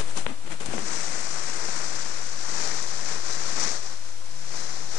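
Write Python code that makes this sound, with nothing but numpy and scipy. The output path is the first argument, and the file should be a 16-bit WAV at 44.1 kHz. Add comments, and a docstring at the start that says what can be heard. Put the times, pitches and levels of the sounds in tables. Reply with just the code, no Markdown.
"""Peacock shivering his train

A peacock swings round in a yard, brushing and fluttering his feathers, then shivers his raised train.
Shafts patter and barbs hiss, built from thousands of random tiny impacts a second that follow his effort;
a close reflection hollows the rustle, lower as he steps nearer. Quills knock and tick as damped pulses.
Filtered noise makes the open air and the waft of the fan; wavering sines make a faint hum and a far bird.
Nearly all of it sits on the left, over hiss in both channels."""
import sys
import numpy as np
from scipy import signal
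from scipy.fft import rfft, irfft, next_fast_len
from scipy.io import wavfile
from scipy.ndimage import uniform_filter1d, map_coordinates

SR = 44100
rng = np.random.default_rng(int(sys.argv[2]) if len(sys.argv) > 2 else 0)


def pcm_store(signal):
    """Save signal as 16-bit PCM."""
    levels = np.round(np.clip(np.atleast_2d(signal), -1, 1) * 32767)
    wavfile.write(sys.argv[1], SR, levels.astype(np.int16).T)


N = 219822
T = np.arange(N) / SR  # time in seconds


def undb(db):
    """Turn decibels into gain."""
    return 10 ** (np.asarray(db) / 20)


def unit(x):
    """Scale to rms 1."""
    return x / np.sqrt(np.mean(x ** 2))


def curve(rows):
    """Join (time_s, value) points by straight lines."""
    time_s, value = np.transpose(rows)
    return np.interp(T, time_s, value)


def ramp(start_s, rise_s):
    """Climb from 0 to 1 in a straight line, then hold."""
    return np.clip((T - start_s) / rise_s, 0, 1)


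def colour(x, points):
    """Shape a spectrum by (pitch_hz, level_db) points joined over log frequency; rms 1."""
    point_hz, point_db = np.transpose(points)
    size = next_fast_len(N)
    bin_hz = np.maximum(np.fft.rfftfreq(size, 1 / SR), 1)
    gain = undb(np.interp(np.log(bin_hz), np.log(point_hz), point_db))
    return unit(irfft(rfft(x, size) * gain, size)[:N])


def split(x, hz):
    """Part a sound into what lies below and above a frequency."""
    lowpass = signal.butter(N=4, Wn=hz, fs=SR, output="sos")
    low = signal.sosfiltfilt(lowpass, x)
    return low, x - low


def walk(rate_hz):
    """Smooth random drift of rms 1: random steps at the given rate, averaged twice."""
    size = int(SR / rate_hz)
    steps = np.repeat(rng.standard_normal(N // size + 1), size)
    smooth = uniform_filter1d(uniform_filter1d(steps, size), size)
    return unit(smooth[:N])


def contacts(per_s, spread_db):
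    """Tiny impacts at random moments, most weak and a few strong."""
    happens = rng.random(N) < per_s / SR
    strength = undb(spread_db * np.minimum(rng.exponential(size=N), 5))
    return unit(happens * strength * rng.choice([-1, 1], N))


# spectrum of the open air: pitch_hz, level_db (relative)
AIR_SPECTRUM = [(30, -3), (90, 25.5), (200, 9), (600, 18.5), (1500, 15), (3000, -12), (6000, -16),
                (12000, -56)]
HUM_HZ = 152.3
# the hum comes forward near the end
HUM_DB, HUM_SWELL_DB, HUM_SWELL_S, HUM_RISE_S = -58.5, 5.5, 4.06, 0.35


def yard(air_db=-53, drift_db=2.0, waver_db=1.8):
    """Open air as drifting coloured noise, and a motor hum as one sine of wavering pitch and level."""
    air = colour(rng.standard_normal(N), AIR_SPECTRUM) * undb(air_db + drift_db * walk(2.54))
    hum_hz = HUM_HZ * (1 + 0.025 * walk(30))
    hum = unit(np.sin(2 * np.pi * np.cumsum(hum_hz) / SR))
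    hum_db = HUM_DB + HUM_SWELL_DB * ramp(HUM_SWELL_S, HUM_RISE_S) + waver_db * walk(10)
    return air + hum * undb(hum_db)


# feathers brushing as he turns: peak_s, rise_s, fade_s, level_db, treble_db (added above the split)
BRUSH_STROKES = [(.004, 0.01, 0.017, -26, 3), (.1, 0.14, 0.078, -36.5, 4), (0.176, 0.014, 0.037, -28, 6),
                 (.298, 0.041, 0.037, -32.5, -4.5), (0.478, 0.024, 0.0057, -34.5, -2),
                 (0.522, 0.019, 0.025, -29.5, 1), (0.606, 0.0054, 0.047, -31.5, 2.5),
                 (0.661, 0.0027, 0.008, -29.5, 8.5), (.742, 0.076, 0.036, -30, 0.5),
                 (0.79, 0.0063, 0.021, -31.5, 1)]
# spectrum of the brushing: pitch_hz, level_db (relative)
BRUSH_SPECTRUM = [(100, 1.5), (220, 4.5), (400, 3.5), (700, 0.5), (1500, -3), (2400, -4), (3300, -8),
                  (4800, -13.5), (7000, -10.5), (9500, -12.5), (13000, -55)]


def brushes(per_s=12000, spread_db=3.0):
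    """Feathers slide over each other in short crackling strokes of dense contacts."""
    body, edge = split(colour(contacts(per_s, spread_db), BRUSH_SPECTRUM), 3650)
    body_power, edge_power = 0, 0
    for s, rise, fade, db, treble_db in BRUSH_STROKES:
        stroke = undb(db) * np.exp(-np.maximum((s - T) / rise, (T - s) / fade))
        body_power = body_power + stroke ** 2
        edge_power = edge_power + (stroke * undb(treble_db)) ** 2
    return body * np.sqrt(body_power) + edge * np.sqrt(edge_power)


def snap(s, db, hz, cycles):
    """One contact on a light, well damped quill: a brief cosine pulse under a bell-shaped envelope."""
    out = np.zeros(N)
    near = np.abs(T - s) < .01
    turns = hz * (T[near] - s)
    out[near] = -undb(db) * np.exp(-(turns / cycles) ** 2) * np.cos(2 * np.pi * turns)
    return out


# quills knocking together as the train swings up: peak_s, peak_db (before the dulling filter),
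# pitch_hz, ring_cycles
QUILL_KNOCKS = [(.1771, -20, 900, .5), (0.2655, -4.5, 1700, .2), (0.2676, -13.5, 700, .25),
                (.3076, -26.5, 1500, .4), (.61, -24, 302, 0.37), (.634, -31, 520, 1.2),
                (.6697, -25, 1200, .3), (.688, -22, 260, 0.38), (.704, -25, 514, 0.55),
                (.731, -29, 600, 0.8), (0.738, -16, 500, 0.6), (.742, -29, 1000, .7), (0.75, -29, 260, 0.5),
                (0.7567, -24, 290, 0.6), (0.7702, -28, 300, 0.35), (0.7812, -12.5, 1300, 0.2),
                (0.7822, -17.5, 480, 0.52), (0.7918, -23, 700, 0.3), (.811, -44, 600, 0.42)]
# the sharpest ticks of feather tips: peak_s, peak_db, pitch_hz
TIP_TICKS = [(0.175, -13, 6690), (0.523, -27, 7090), (.6074, -29, 5970), (0.659, -27, 8850),
             (0.66, -25, 6600), (1.4809, -22, 5930), (1.8172, -19, 6060), (2.0818, -21, 6120),
             (2.6755, -15, 5880), (2.7484, -17, 7200), (2.8263, -13, 6400), (2.8654, -22, 5560),
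             (3.095, -22, 6000), (3.3266, -16, 5790), (3.599, -14, 6000), (3.6387, -10, 6230),
             (3.6752, -13.5, 5580), (3.7157, -17, 5510), (3.7392, -22, 6120), (4.2611, -27, 5980),
             (4.6057, -20, 6300), (4.611, -21, 6170)]
# spectrum of the train's feathers, for tip chatter and for the shiver: pitch_hz, level_db (relative)
TRAIN_SPECTRUM = [(60, -9), (150, -4), (260, -4), (380, -2.5), (900, -2.5), (1700, -0.5), (2300, 0.44),
                  (3200, 0.5), (4400, 1.8), (6200, 3), (7300, -1.5), (8500, -4), (9700, -7.5),
                  (10400, -21.5), (11000, -37), (13000, -35)]
TICK_CYCLES = 1
KNOCK_TOP_HZ = 4240  # a knock is steeply dulled above this


def quills(chatter_db=-12, chatter_s=0.00095):
    """Thick bases knock dully, each at its own pitch; thin tips tick and chatter briefly as they rebound."""
    dull = signal.butter(N=12, Wn=KNOCK_TOP_HZ, fs=SR, output="sos")
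    knocks = signal.sosfiltfilt(dull, sum(snap(*knock) for knock in QUILL_KNOCKS))
    ticks = sum(snap(s, db, hz, TICK_CYCLES) for s, db, hz in TIP_TICKS)
    rebound = sum(undb(db) * (T > s) * np.exp(-np.abs(T - s) / chatter_s) for s, db, _ in TIP_TICKS)
    chatter = unit(split(colour(contacts(8800, 5.2), TRAIN_SPECTRUM), 4200)[1])
    return knocks + ticks + undb(chatter_db) * rebound * chatter


# wing and tail vanes flapping in the air: peak_s, flap_rate_hz, level_db
VANE_FLUTTERS = [(.281, 240, -38.5), (.316, 253, -33), (.385, 250, -47), (0.452, 238, -46), (.51, 170, -41),
                 (.686, 117.5, -39.5), (.762, 219.7, -32), (3.58, 278, -37.5)]
FLUTTER_CYCLES = 4.6  # flaps from the height of a flutter until it has fallen to 1/e


def flutters(uneven=0.131, overtone=0.15):
    """A vane flaps for a few uneven cycles: a soft low purr of four harmonics."""
    clock = np.cumsum(1 + uneven * walk(150)) / SR  # time that hurries and lags
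    out = np.zeros(N)
    for s, hz, db in VANE_FLUTTERS:
        half = FLUTTER_CYCLES / hz
        near = np.abs(T - s) < 4 * half
        phase = 2 * np.pi * hz * clock[near]
        flap = unit(sum(overtone ** k * np.cos(k * phase) for k in range(1, 5)))
        out[near] += undb(db) * flap * np.exp(-((T[near] - s) / half) ** 2)
    return out


# the hollow a close reflection cuts, sinking as he steps nearer: time_s, hollow_hz
HOLLOW_PATH = [(1.0, 3450), (2.6, 3100), (4.6, 3000)]
REFLECTION_DB = -7


def reflected(x):
    """Add an echo half a cycle late at the hollow's frequency, so it partly cancels the sound there."""
    delay_s = .5 / curve(HOLLOW_PATH)
    echo = map_coordinates(x, [(T - delay_s) * SR], order=3, mode="nearest")
    return x + undb(REFLECTION_DB) * echo


# how hard he shivers the train: time_s, level_db (before the shaft and barb gains)
SHIVER_EFFORT = [(0.8, -41.5), (0.93, -36.5), (1.08, -37.5), (1.32, -38.7), (1.66, -37.5), (1.8, -37.5),
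                 (2.34, -41.5), (2.65, -35), (2.87, -39.5), (3.04, -38.5), (3.11, -36), (3.18, -39),
                 (3.23, -41), (3.275, -37), (3.335, -36.5), (3.375, -38.5), (3.46, -37), (3.54, -37),
                 (3.63, -33), (3.76, -37.5), (3.81, -43.5), (3.85, -41.5), (3.93, -43.5), (4.0, -49.5),
                 (4.08, -47.5), (4.19, -53.5), (4.27, -50), (4.49, -44), (4.55, -39), (4.78, -42.5),
                 (4.9, -43.5), (4.98, -37.5)]
SHIVER_START_S, SHIVER_RISE_S = 0.63, 0.18


def shiver(beat_hz=26.57, wander=.012, harmonic_depths=(0.046, 0.047, 0.046),
           per_s=12000, spread_db=1.82, violence=0.13, barb_db=5.5, shaft_db=3,
           shaft_growth=0.038, shaft_patchy_db=0.5, barb_patchy_db=1.0):
    """The train swings to and fro; its feathers clash hardest once a swing, with fainter ripples between."""
    phase = 2 * np.pi * np.cumsum(beat_hz * (1 + wander * walk(2.2))) / SR
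    swing = 1 + sum(depth * np.cos(k * phase) for k, depth in enumerate(harmonic_depths, 1))
    effort_db = curve(SHIVER_EFFORT)
    # the harder he shakes, the more single contacts stand out and the more the shafts join in
    extra_db = effort_db - np.median(effort_db)
    spread = spread_db + violence * extra_db
    # stiff shafts give the low patter, fine barbs the hiss
    shaft_hits = colour(contacts(per_s / 2, spread) * swing, TRAIN_SPECTRUM)
    barb_hits = colour(contacts(per_s, spread) * swing, TRAIN_SPECTRUM)
    shafts = unit(reflected(split(shaft_hits, 2780)[0]))
    barbs = unit(reflected(split(barb_hits, 2760)[1]))
    shafts *= undb(shaft_db + shaft_growth * extra_db + shaft_patchy_db * walk(35.02))
    barbs *= undb(barb_db + barb_patchy_db * walk(220))
    return (shafts + barbs) * undb(effort_db) * ramp(SHIVER_START_S, SHIVER_RISE_S)


# spectrum of the air the opening fan pushes aside: pitch_hz, level_db (relative)
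WAFT_SPECTRUM = [(60, -25), (130, -7), (220, -1), (380, -3), (600, -17), (1200, -33), (3000, -70)]
WAFT_S, WAFT_RISE_S, WAFT_FADE_S, WAFT_DB = 0.765, .04, .2, -37


def waft():
    """A soft low rush of noise as the train comes upright, dying away as it settles."""
    swell = np.exp(-np.maximum((WAFT_S - T) / WAFT_RISE_S, (T - WAFT_S) / WAFT_FADE_S))
    return undb(WAFT_DB) * swell * colour(rng.standard_normal(N), WAFT_SPECTRUM)


# a far bird's notes: start_s, length_s, first_pitch_hz, last_pitch_hz, level_db (before roughness and echoes)
BIRD_NOTES = [(4.19, .14, 1045, 1055, -52.5), (4.67, .31, 745, 815, -47.3)]


def far_bird(waver=0.0109, rough_db=4.0, echo_s=.015, echo_db=-9):
    """Hoarse thin notes bend upwards; distance takes their overtones and scattered echoes blur them."""
    out = np.zeros(N)
    wobble = 1 + waver * walk(160)
    for s, length, first_hz, last_hz, db in BIRD_NOTES:
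        along = np.clip((T - s) / length, 0, 1)
        hz = (first_hz + (last_hz - first_hz) * along) * wobble
        swell = np.sqrt(2 * np.abs(np.sin(np.pi * along)))
        out += undb(db) * swell * np.sin(2 * np.pi * np.cumsum(hz) / SR)
    out *= unit(undb(rough_db * walk(110)))
    echoes = rng.standard_normal(N) * np.exp(-T / echo_s)
    echoes /= np.linalg.norm(echoes)
    return out + undb(echo_db) * signal.fftconvolve(out, echoes)[:N]


def place(x, right_db):
    """Full on the left, faint on the right."""
    return np.array([x, undb(right_db) * x])


def scene():
    """The peacock close by, the yard and the far bird behind him."""
    near = brushes() + quills() + flutters() + shiver() + waft()
    return place(near + far_bird() + yard(), right_db=-50)


# spectrum of the input hiss: pitch_hz, level_db (relative)
HISS_SPECTRUM = [(20, 17), (60, 12), (120, 6), (500, 6.5), (3000, 4), (8000, 4), (10000, -1.5),
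                 (13000, -23)]
# the signal rests off zero; this offset drops twice, creeping back up after each drop:
# time_s, offset (share of full scale, left channel)
RESTING_OFFSET = [(0, .13), (.265, .115), (.267, .075), (3.6, .105), (3.69, .082), (4.98, .095)]
TOP_HZ = 13000


def record(dry, hiss_db=-47.5, right_offset=.43):
    """Add separate hiss to each channel, cut the top steeply, then shift both by the resting offset."""
    hiss = undb(hiss_db) * np.array([colour(rng.standard_normal(N), HISS_SPECTRUM) for _ in range(2)])
    top = signal.ellip(8, .2, 70, TOP_HZ, fs=SR, output="sos")
    return signal.sosfilt(top, dry + hiss) + np.outer([1, right_offset], curve(RESTING_OFFSET))


dry = scene()
out = record(dry)
pcm_store(out)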